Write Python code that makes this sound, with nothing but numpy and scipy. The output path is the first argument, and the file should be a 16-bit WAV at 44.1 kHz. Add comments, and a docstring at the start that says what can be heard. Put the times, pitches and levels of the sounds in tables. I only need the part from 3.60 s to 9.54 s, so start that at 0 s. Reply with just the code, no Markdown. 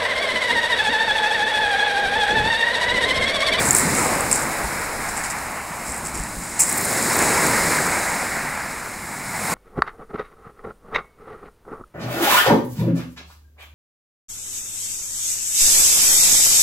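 """Waves break and wash back over a pebble beach, heard through one small hand-held microphone.
At first a surge roars and its foam hisses (shaped noise), while stones clack and crunch (short rings).
The water ebbs over scattered knocks, and wind puffs at the port between about 1 and 2.8 s.
Near 3 s stones burst out knocking, and a second surge swells until about 3.7 s.
It then sinks back, with few knocks left, and the water rises once more at the very end."""
import sys
import numpy as np
from scipy import signal
from scipy.fft import rfft, irfft
from scipy.io import wavfile
from scipy.ndimage import uniform_filter1d

SR = 44100
rng = np.random.default_rng(int(sys.argv[2]) if len(sys.argv) > 2 else 0)


def makeup_ratio(level_db):
    """Linear amplitude ratio for a level in decibels (20 dB per factor of ten)."""
    decades = np.asarray(level_db, float) / 20
    return 10 ** decades


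def transcribe(u):
    """Save the signal u as a 16-bit wav file named by the first command-line argument.

    u: samples, shape (n,) or (channels, n), limited to [-1, 1]; the rate is SR.
    q: integer samples, one column per channel.
    """
    v = np.clip(np.atleast_2d(u).T, -1, 1)
    q = np.round(v * 32767).astype(np.int16)
    wavfile.write(sys.argv[1], SR, q)


N = 261954  # length in samples
HZ = np.fft.rfftfreq(1024, 1 / SR)  # pitch of each bin in a short noise frame
FRAME_S = np.arange(N // 256 + 5) * 256 / SR  # time of each noise frame

# How the surges swell. Each row: time in seconds, then levels in dB of the roar, its body,
# its upper edge and the foam's hiss. Body and upper edge count only by how they stray from the roar.
SURGE_LEVELS = [(0, -24.5, -26.5, -24.5, -24.5), (.16, -27, -30, -26.5, -27),
                (.27, -25.5, -27.5, -24.5, -25.5), (.48, -22.5, -24.5, -26.5, -28),
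                (.68, -27, -29, -29, -31), (.88, -27.5, -31, -29, -32.5), (1.3, -30, -34, -30, -35),
                (1.65, -30, -39, -31, -35.5), (2.05, -32, -39.5, -36, -39.5), (2.6, -34, -41, -36.5, -37.5),
                (2.9, -37, -42, -38.5, -35), (3.1, -31.5, -35.5, -32.5, -29.5),
                (3.35, -27.5, -28, -26, -25.5), (3.7, -22, -22.5, -23.5, -23),
                (4.13, -24.5, -27.5, -22.5, -25.5), (4.5, -28, -33, -27.5, -29.5),
                (4.93, -30, -38, -29.5, -36.5), (5.44, -37.5, -42.5, -37, -39), (5.7, -34, -44, -33.5, -36),
                (5.94, -26, -29.5, -26.5, -28)]
# Swell of the deep boom under the roar. Each row: time in seconds, level in dB (only its changes count).
BOOM_LEVELS = [(0.0, -32), (0.08, -26.5), (0.18, -32.5), (0.25, -27), (0.71, -36), (2.07, -44.5),
               (2.63, -36.5), (2.84, -41), (3.72, -30), (5.29, -44), (5.94, -35)]
# Colour of the roar. 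Each row: pitch in Hz, relative strength in dB per Hz.
ROAR_COLOUR = [(41, -44), (70, -8.5), (136, -1), (233, 0), (307, -3.5), (492, -4), (648, -2), (927, 0),
               (1130, -2.5), (1890, -2.5), (2190, -2), (3030, -21.5), (3400, -27), (4420, -33),
               (7480, -120)]
# Colour of the foam's hiss. Each row: pitch in Hz, relative strength in dB per Hz.
HISS_COLOUR = [(1710, -30), (2900, -15.5), (3160, -17), (3940, -5), (4610, -6.5), (5170, -2), (5930, -8.5),
               (6740, -2), (7560, 0.5), (8840, -1), (12900, -11.5), (15100, -15), (16000, -10)]
# Finest spray, at the top of the hiss. Each row: time in seconds, level in dB (only its changes count).
SPRAY_LEVELS = [(0.0, -38), (1.01, -44.5), (2.02, -50), (3.01, -50.5), (3.18, -38.5), (4.02, -37.5),
                (5.01, -50), (5.64, -50), (5.94, -39)]
FIZZ_FOLLOWS = 0.41  # share by which the coarse fizz follows the roar's upper edge, not the hiss

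# Crunches of shifting pebbles. Each row: start in seconds, peak level in dB, length in seconds,
# then levels in dB of the fine top and the low body against that peak.
CRUNCHES_HEARD = [(.045, -21.5, .08, -20, -18), (.143, -16, 0.1, -14, -16), (.34, -25, 0.22, -28, -12),
                  (.71, -21, 0.028, -22, -8), (.724, -23, 0.11, -28, -7), (1.485, -29.5, 0.029, -26, -5),
                  (1.562, -29, 0.05, -20, -7), (1.632, -30, .06, -22, -2), (1.697, -30.5, .04, -14, -5),
                  (2.238, -32, 0.19, -17, -6), (2.445, -29.5, 0.055, -17, -8), (2.53, -33, 0.13, -22, -3),
                  (2.8, -39, 0.24, -18, -5), (2.988, -11.5, .06, -17, -14.5), (3.04, -25.5, 0.18, -15, -10),
                  (3.175, -37, 0.035, -6, -9), (3.24, -38, .12, -16, -8)]
# Rise as a share of the length; level in dB at its end; power by which the fade steepens.
CRUNCH_RISE, CRUNCH_FADE_DB, CRUNCH_BEND = 0.087, -14.5, 2.26
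# Small clacks within a crunch: how many per second, and their strength over its momentary level.
STRAYS_PER_S, STRAY_DB, STRAY_SPREAD_DB = 150, 5.5, 4.5

# Colour of a clack as the port hears it. Each row: pitch in Hz, relative strength in dB per Hz.
STONE_COLOUR = [(530, -42.5), (900, -17.5), (1620, -20), (1950, -15.5), (2330, -13), (3470, -33),
                (5220, -13.5), (6250, -13.5), (7580, 2), (10600, -9), (11800, -16), (15100, -15),
                (16000, -34)]
# The clear single clacks. Each row: first contact in seconds, peak level in dB, centre in Hz,
# brightness as a tilt in dB per octave.
SINGLE_CLACKS = [(0.0872, -10, 7950, -3), (0.1077, 5, 7600, 0.1), (0.1134, -8, 7270, 10),
                 (0.1296, -6, 8300, 6), (0.1486, 1, 8450, -3), (0.164, -6, 7400, 0.1),
                 (0.1846, -3, 8710, 0.1), (0.3501, -9, 7600, 4), (0.4475, -12, 8000, 0.1),
                 (0.5521, -12, 8340, -2), (0.6065, -8, 8240, -7), (0.714, -4.5, 8840, -15.5),
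                 (0.7174, -11, 8480, 5), (0.727, 0, 7700, -2), (0.7464, -12, 7620, -3),
                 (0.7594, -15, 7800, 0.1), (0.822, -13, 7810, -2), (0.833, -15, 8050, 0.1),
                 (1.0415, -19, 8520, -9), (1.1932, -19, 7790, -2), (1.4883, -22, 7190, 0.1),
                 (1.494, -24, 7900, -2), (1.5705, -18, 8040, -3), (1.6347, -19, 7800, 4),
                 (1.638, -19, 7120, 0.1), (1.6494, -18, 7970, 0.1), (1.701, -17, 7500, -4),
                 (1.7078, -14, 7640, 0.1), (1.7844, -25, 7840, 0.1), (1.8644, -26, 7800, 0.1),
                 (2.3206, -18, 7860, 0.1), (2.3436, -19, 8460, 0.1), (2.363, -19.5, 8590, 0.1),
                 (2.3794, -23, 8490, -4), (2.4688, -15, 8440, 3), (2.553, -19, 7760, 0.1),
                 (2.574, -19, 8890, 0.1), (2.598, -18, 8000, 5), (2.6359, -17, 8120, -7),
                 (2.9957, -12, 7900, -6), (3.0026, -2.5, 7820, -3), (3.0083, -5, 7640, 2),
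                 (3.0182, -2, 7950, 0.1), (3.0226, -9, 7400, -3), (3.0942, -10, 8400, 0.1),
                 (3.0984, -11, 9010, -1), (3.1263, -8.5, 8800, 2), (3.1394, -19, 7200, -3),
                 (3.1767, -12, 7850, 2.5), (3.1814, -7, 8720, 0.1), (3.2106, -15, 7710, 0.1),
                 (3.248, -12, 8670, 0.1), (3.253, -10, 9010, -5), (3.2999, -16, 8900, -2),
                 (3.3278, -14, 7550, 0.1), (3.4254, -11.5, 7630, 2.5), (3.5893, -7.5, 7550, 7),
                 (3.6237, -9, 7470, 0.1), (3.8654, -11, 7420, 0.1)]
# High, thin ticks of spray or grit. Each row: first contact in seconds, peak level in dB.
THIN_TICKS = [(0.0852, -29), (0.1072, -23), (0.1296, -28), (0.1491, -21), (0.1645, -16), (0.1845, -23),
              (0.2189, -22), (0.386, -30), (2.9951, -21), (3.0021, -15), (3.0674, -27), (3.0889, -22),
              (3.1138, -23), (3.1268, -19), (3.1542, -31), (3.1642, -20), (3.1762, -14), (3.2101, -23),
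              (3.2241, -18), (3.246, -24), (3.2999, -24), (3.3278, -25), (3.3343, -23), (3.3538, -27),
              (3.3737, -26), (3.3967, -31), (3.4121, -28), (3.5284, -22), (3.5668, -12), (3.5887, -23),
              (3.6202, -28), (3.6441, -26), (3.693, -33), (3.7025, -25), (3.8696, -14), (3.9903, -26)]
PEAK_AFTER_S = 0.0014  # a knock peaks this long after first contact

# Steady wind at the port. Each row: time in seconds, level in dB before a 2 dB lift.
WIND_LEVELS = [(0.0, -46), (0.89, -43), (1.44, -45), (2.33, -51), (2.66, -41), (2.79, -48), (3.46, -54),
               (3.89, -42), (4.71, -49), (5.94, -52)]
# Colour of the steady wind. Each row: pitch in Hz, relative strength in dB per Hz.
WIND_COLOUR = [(10, -6), (30, -1), (55, 2.5), (90, -3), (160, -16), (300, -76)]
# Single puffs of wind. Each row: start in seconds, strength of the push in dB,
# pitch in Hz as the rising glide passes half of PUFF_S.
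WIND_PUFFS = [(1.026, -27, 49.5), (1.359, -34, 32), (1.469, -35, 26.9), (2.273, -31, 51.1),
              (2.532, -34, 53.3), (2.584, -24, 41), (2.759, -29, 40)]
PUFF_S, PUFF_GLIDE = 0.047, 0.41  # time scale in seconds; pitch glide as a share of the table's pitch


def roar():
    """The breaking water is noise whose boom, body and upper edge each swell by their own amount."""
    level_db, body_db, upper_db, _ = surge()
    boom_db = np.interp(FRAME_S, *np.transpose(BOOM_LEVELS))
    moving_db = level_db + hump(147, 1.23) * against(boom_db, level_db)
    moving_db = moving_db + hump(418, 0.59) * against(body_db, level_db)
    moving_db = moving_db + hump(1770, 0.48) * against(upper_db, level_db)
    splashed = hump(1560, 1.3)  # splashes flicker the upper roar only
    return noise(ROAR_COLOUR, 670, 1100, moving_db, patchy_db=0.73, flicker_db=0.98 * splashed)


def surge():
    """The surge levels at every frame, as the water comes and goes: roar, body, upper edge, hiss."""
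    s, *columns = np.transpose(SURGE_LEVELS)
    return [np.interp(FRAME_S, s, column) for column in columns]


def foam():
    """Bursting foam makes a smooth hiss and a thin crackle of single pops."""
    *_, upper_db, level_db = surge()
    spray_db = np.interp(FRAME_S, *np.transpose(SPRAY_LEVELS))
    moving_db = level_db + hump(12400, 0.44) * against(spray_db, level_db)
    moving_db = moving_db + FIZZ_FOLLOWS * hump(4300, 0.53) * against(upper_db, level_db)
    hiss = noise(HISS_COLOUR, 7020, 10030, moving_db, patchy_db=0.5, flicker_db=0.52)
    crackle = grit(900, spread_db=2.5)
    pops = crackle * makeup_ratio(np.interp(np.arange(N) / SR, FRAME_S, level_db))
    return makeup_ratio(1.37) * hiss + makeup_ratio(-12.0) * pops


def crunches():
    """Many pebbles slide at once: dense ticks swell; fine grit adds top, big stones add body."""
    rattle = rfft(grit(3500, spread_db=1.5))
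    hz = np.fft.rfftfreq(N, 1 / SR)
    top = 1 / (1 + (11500 / (hz + 1)) ** 16)
    body = 1 / (1 + (hz / 6000) ** 16)
    parts = [evened(irfft(rattle * share, N)) for share in (1 - top - body, top, body)]
    return makeup_ratio(-2.5) * (slides() * parts).sum(0)


def slides():
    """Gains of rattle, top and body: each crunch rises fast, holds a moment and dies away."""
    gains = np.zeros((3, N))
    for s, peak_db, length_s, top_db, body_db in CRUNCHES_HEARD:
        t = np.maximum(np.arange(N) / SR - s, 0)
        rise = 1 - np.exp(-(t / length_s / CRUNCH_RISE) ** 2)
        fade = makeup_ratio(peak_db + CRUNCH_FADE_DB * (t / length_s) ** CRUNCH_BEND)
        gains += makeup_ratio([[0], [top_db], [body_db]]) * rise * fade
    return gains


def clacks():
    """Stones knock together and grind for a few milliseconds; small ones scatter in each crunch."""
    out = np.zeros(N)
    shakes = rng.standard_normal((len(SINGLE_CLACKS), 600))
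    for (s, peak_db, hz, tilt_db), shake in zip(SINGLE_CLACKS, shakes):
        touch = contact(shake, 0.00036, 0.0076)
        add(out, s, peak_db, np.convolve(touch, click(tilt_db, hz, purity=1.5)))
    # the small strays, louder where a crunch is louder
    hits = rng.random(N) < STRAYS_PER_S / SR
    sizes = makeup_ratio(STRAY_DB + STRAY_SPREAD_DB * rng.uniform(-1, 1, N))
    train = hits * sizes * slides()[0]
    touches = signal.oaconvolve(train, contact(np.ones(600), 0.0004, 0.0084))[:N]
    scrape = touches * rng.standard_normal(N)
    ring = click(0, purity=1.35)
    return out + signal.oaconvolve(scrape, ring / np.linalg.norm(ring))[:N]


def ticks():
    """Tiny hard ticks are brief scrapes of noise, kept to a band near the top of hearing."""
    out = np.zeros(N)
    band = signal.butter(2, [13200, 15700], "bandpass", fs=SR, output="sos")
    for (s, peak_db), shake in zip(THIN_TICKS, rng.standard_normal((len(THIN_TICKS), 400))):
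        add(out, s, peak_db, signal.sosfilt(band, contact(shake, 0.0003, 0.010)))
    return out


def wind():
    """Air makes lumpy low pressure at the microphone port, with a few single puffs."""
    level_db = np.interp(np.arange(N) / SR, *np.transpose(WIND_LEVELS))
    colour = makeup_ratio(read(WIND_COLOUR, np.fft.rfftfreq(N, 1 / SR)))
    lumps = evened(irfft(rfft(rng.standard_normal(N)) * colour, N))
    out = lumps * makeup_ratio(2.0 + level_db)
    b, a = signal.butter(2, [60, 190], "bandpass", fs=SR)
    flutter = evened(signal.lfilter(b, a, rng.standard_normal(N)))
    t = np.arange(0, 2 * PUFF_S, 1 / SR)
    push = (t / PUFF_S) ** 2 * np.exp(-4.5 * t / PUFF_S)
    push /= push.max()
    for s, strength_db, hz in WIND_PUFFS:
        swing = np.sin(2 * np.pi * hz * t * (1 + PUFF_GLIDE * (t / PUFF_S - 1)))
        place = slice(round(s * SR), round(s * SR) + len(t))
        out[place] += makeup_ratio(strength_db) * push * (0.93 * swing + 0.33 * flutter[place])
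    return out


def noise(spectrum, lo_hz, hi_hz, moving_db, patchy_db, flicker_db):
    """Random short-time spectra, rms 1 from lo to hi at 0 dB, with drifting patches and shared flicker."""
    a, b, patches = rng.standard_normal((len(FRAME_S), len(HZ), 3)).T
    patches = evened(uniform_filter1d(uniform_filter1d(patches, size=12, axis=0), size=10, axis=1))
    flicker = evened(uniform_filter1d(rng.standard_normal(len(FRAME_S)), size=5))
    shape = makeup_ratio(read(spectrum, HZ))
    in_band = (HZ > lo_hz) & (HZ < hi_hz)
    shape /= np.sqrt(np.sum(shape[in_band] ** 2) * 1536)
    gain_db = moving_db + patchy_db * patches + flicker_db * flicker
    z = (a + 1j * b) * shape[:, None] * makeup_ratio(gain_db)
    return 32 * signal.istft(z, nperseg=1024, noverlap=768)[1][:N]


def grit(per_s, spread_db):
    """A random train of stone-like ticks, a few of them large, in three shades; rms 1."""
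    chance, size, shade = rng.random(N), rng.exponential(1, N), rng.integers(0, 3, N)
    train = (chance < per_s / SR) * makeup_ratio(spread_db * np.minimum(size, 4)) * rng.choice([-1, 1], N)
    out = np.zeros(N)
    for k, tilt_db in enumerate((-4, 0, 5)):
        out += signal.oaconvolve(train * (shade == k), click(tilt_db))[:N]
    return evened(out)


def click(tilt_db, hz=8000, purity=1):
    """The ring of one stone contact, its colour slid to hz; purity deepens the resonance; peak 1."""
    tilt = tilt_db * np.log2(np.maximum(HZ, 5000) / 8000)
    colour_db = purity * read(STONE_COLOUR, HZ * 8000 / hz) + tilt
    log_gain = np.log(makeup_ratio(np.maximum(colour_db, -100)))
    circle = np.r_[log_gain, log_gain[-2:0:-1]]
    # minimum phase: the ring starts at the contact, never before it
    ring = np.fft.ifft(np.exp(np.conj(signal.hilbert(circle)))).real[:256]
    return ring / abs(ring).max()


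def contact(shake, rise_s, t60):
    """A scraping touch: the given signal swells for a moment and falls 60 dB in t60 seconds."""
    t = np.arange(len(shake)) / SR
    return shake * (1 - np.exp(-(t / rise_s) ** 2)) * makeup_ratio(-60 * t / t60)


def add(mix, s, peak_db, sound):
    """Mixes a short knock in so that its peak falls just after s."""
    top = abs(sound).argmax()
    start = round((s + PEAK_AFTER_S) * SR) - top
    mix[start:][:len(sound)] += makeup_ratio(peak_db) * sound / abs(sound[top])


def hump(hz, octaves):
    """A bell over log frequency: the share of each bin that a control reaches."""
    return np.exp(-(np.log2((HZ + 1) / hz) / octaves) ** 4)[:, None]


def against(part_db, level_db):
    """How far a part stands above or below its usual place under the main level."""
    return part_db - level_db - np.mean(part_db - level_db)


def read(points, hz):
    """Reads a colour table on a log-frequency axis."""
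    f, value = np.transpose(points)
    return np.interp(np.log(hz + 1), np.log(f + 1), value)


def evened(x):
    """Scales to rms 1."""
    return x / np.sqrt(np.mean(x ** 2) + 1e-20)


def scene():
    """Water, stones and wind meet at one port, which feeds both channels."""
    mono = roar() + foam() + crunches() + clacks() + ticks() + wind()
    return np.array([mono, mono])


def band_limit(x):
    """A steep low-pass at the top of the band."""
    return signal.sosfilt(signal.butter(12, 16380, fs=SR, output="sos"), x)


def record(dry):
    """The hardest clacks overload and flatten at full scale; then the top of the band is cut off."""
    clipped = np.clip(dry, -1, 1)
    edge = signal.firwin(2047, 15775, window=("kaiser", 9), fs=SR)[None]
    mix = signal.oaconvolve(clipped, edge, "same", axes=1)
    return band_limit(mix)


dry = scene()
out = record(dry)
transcribe(out)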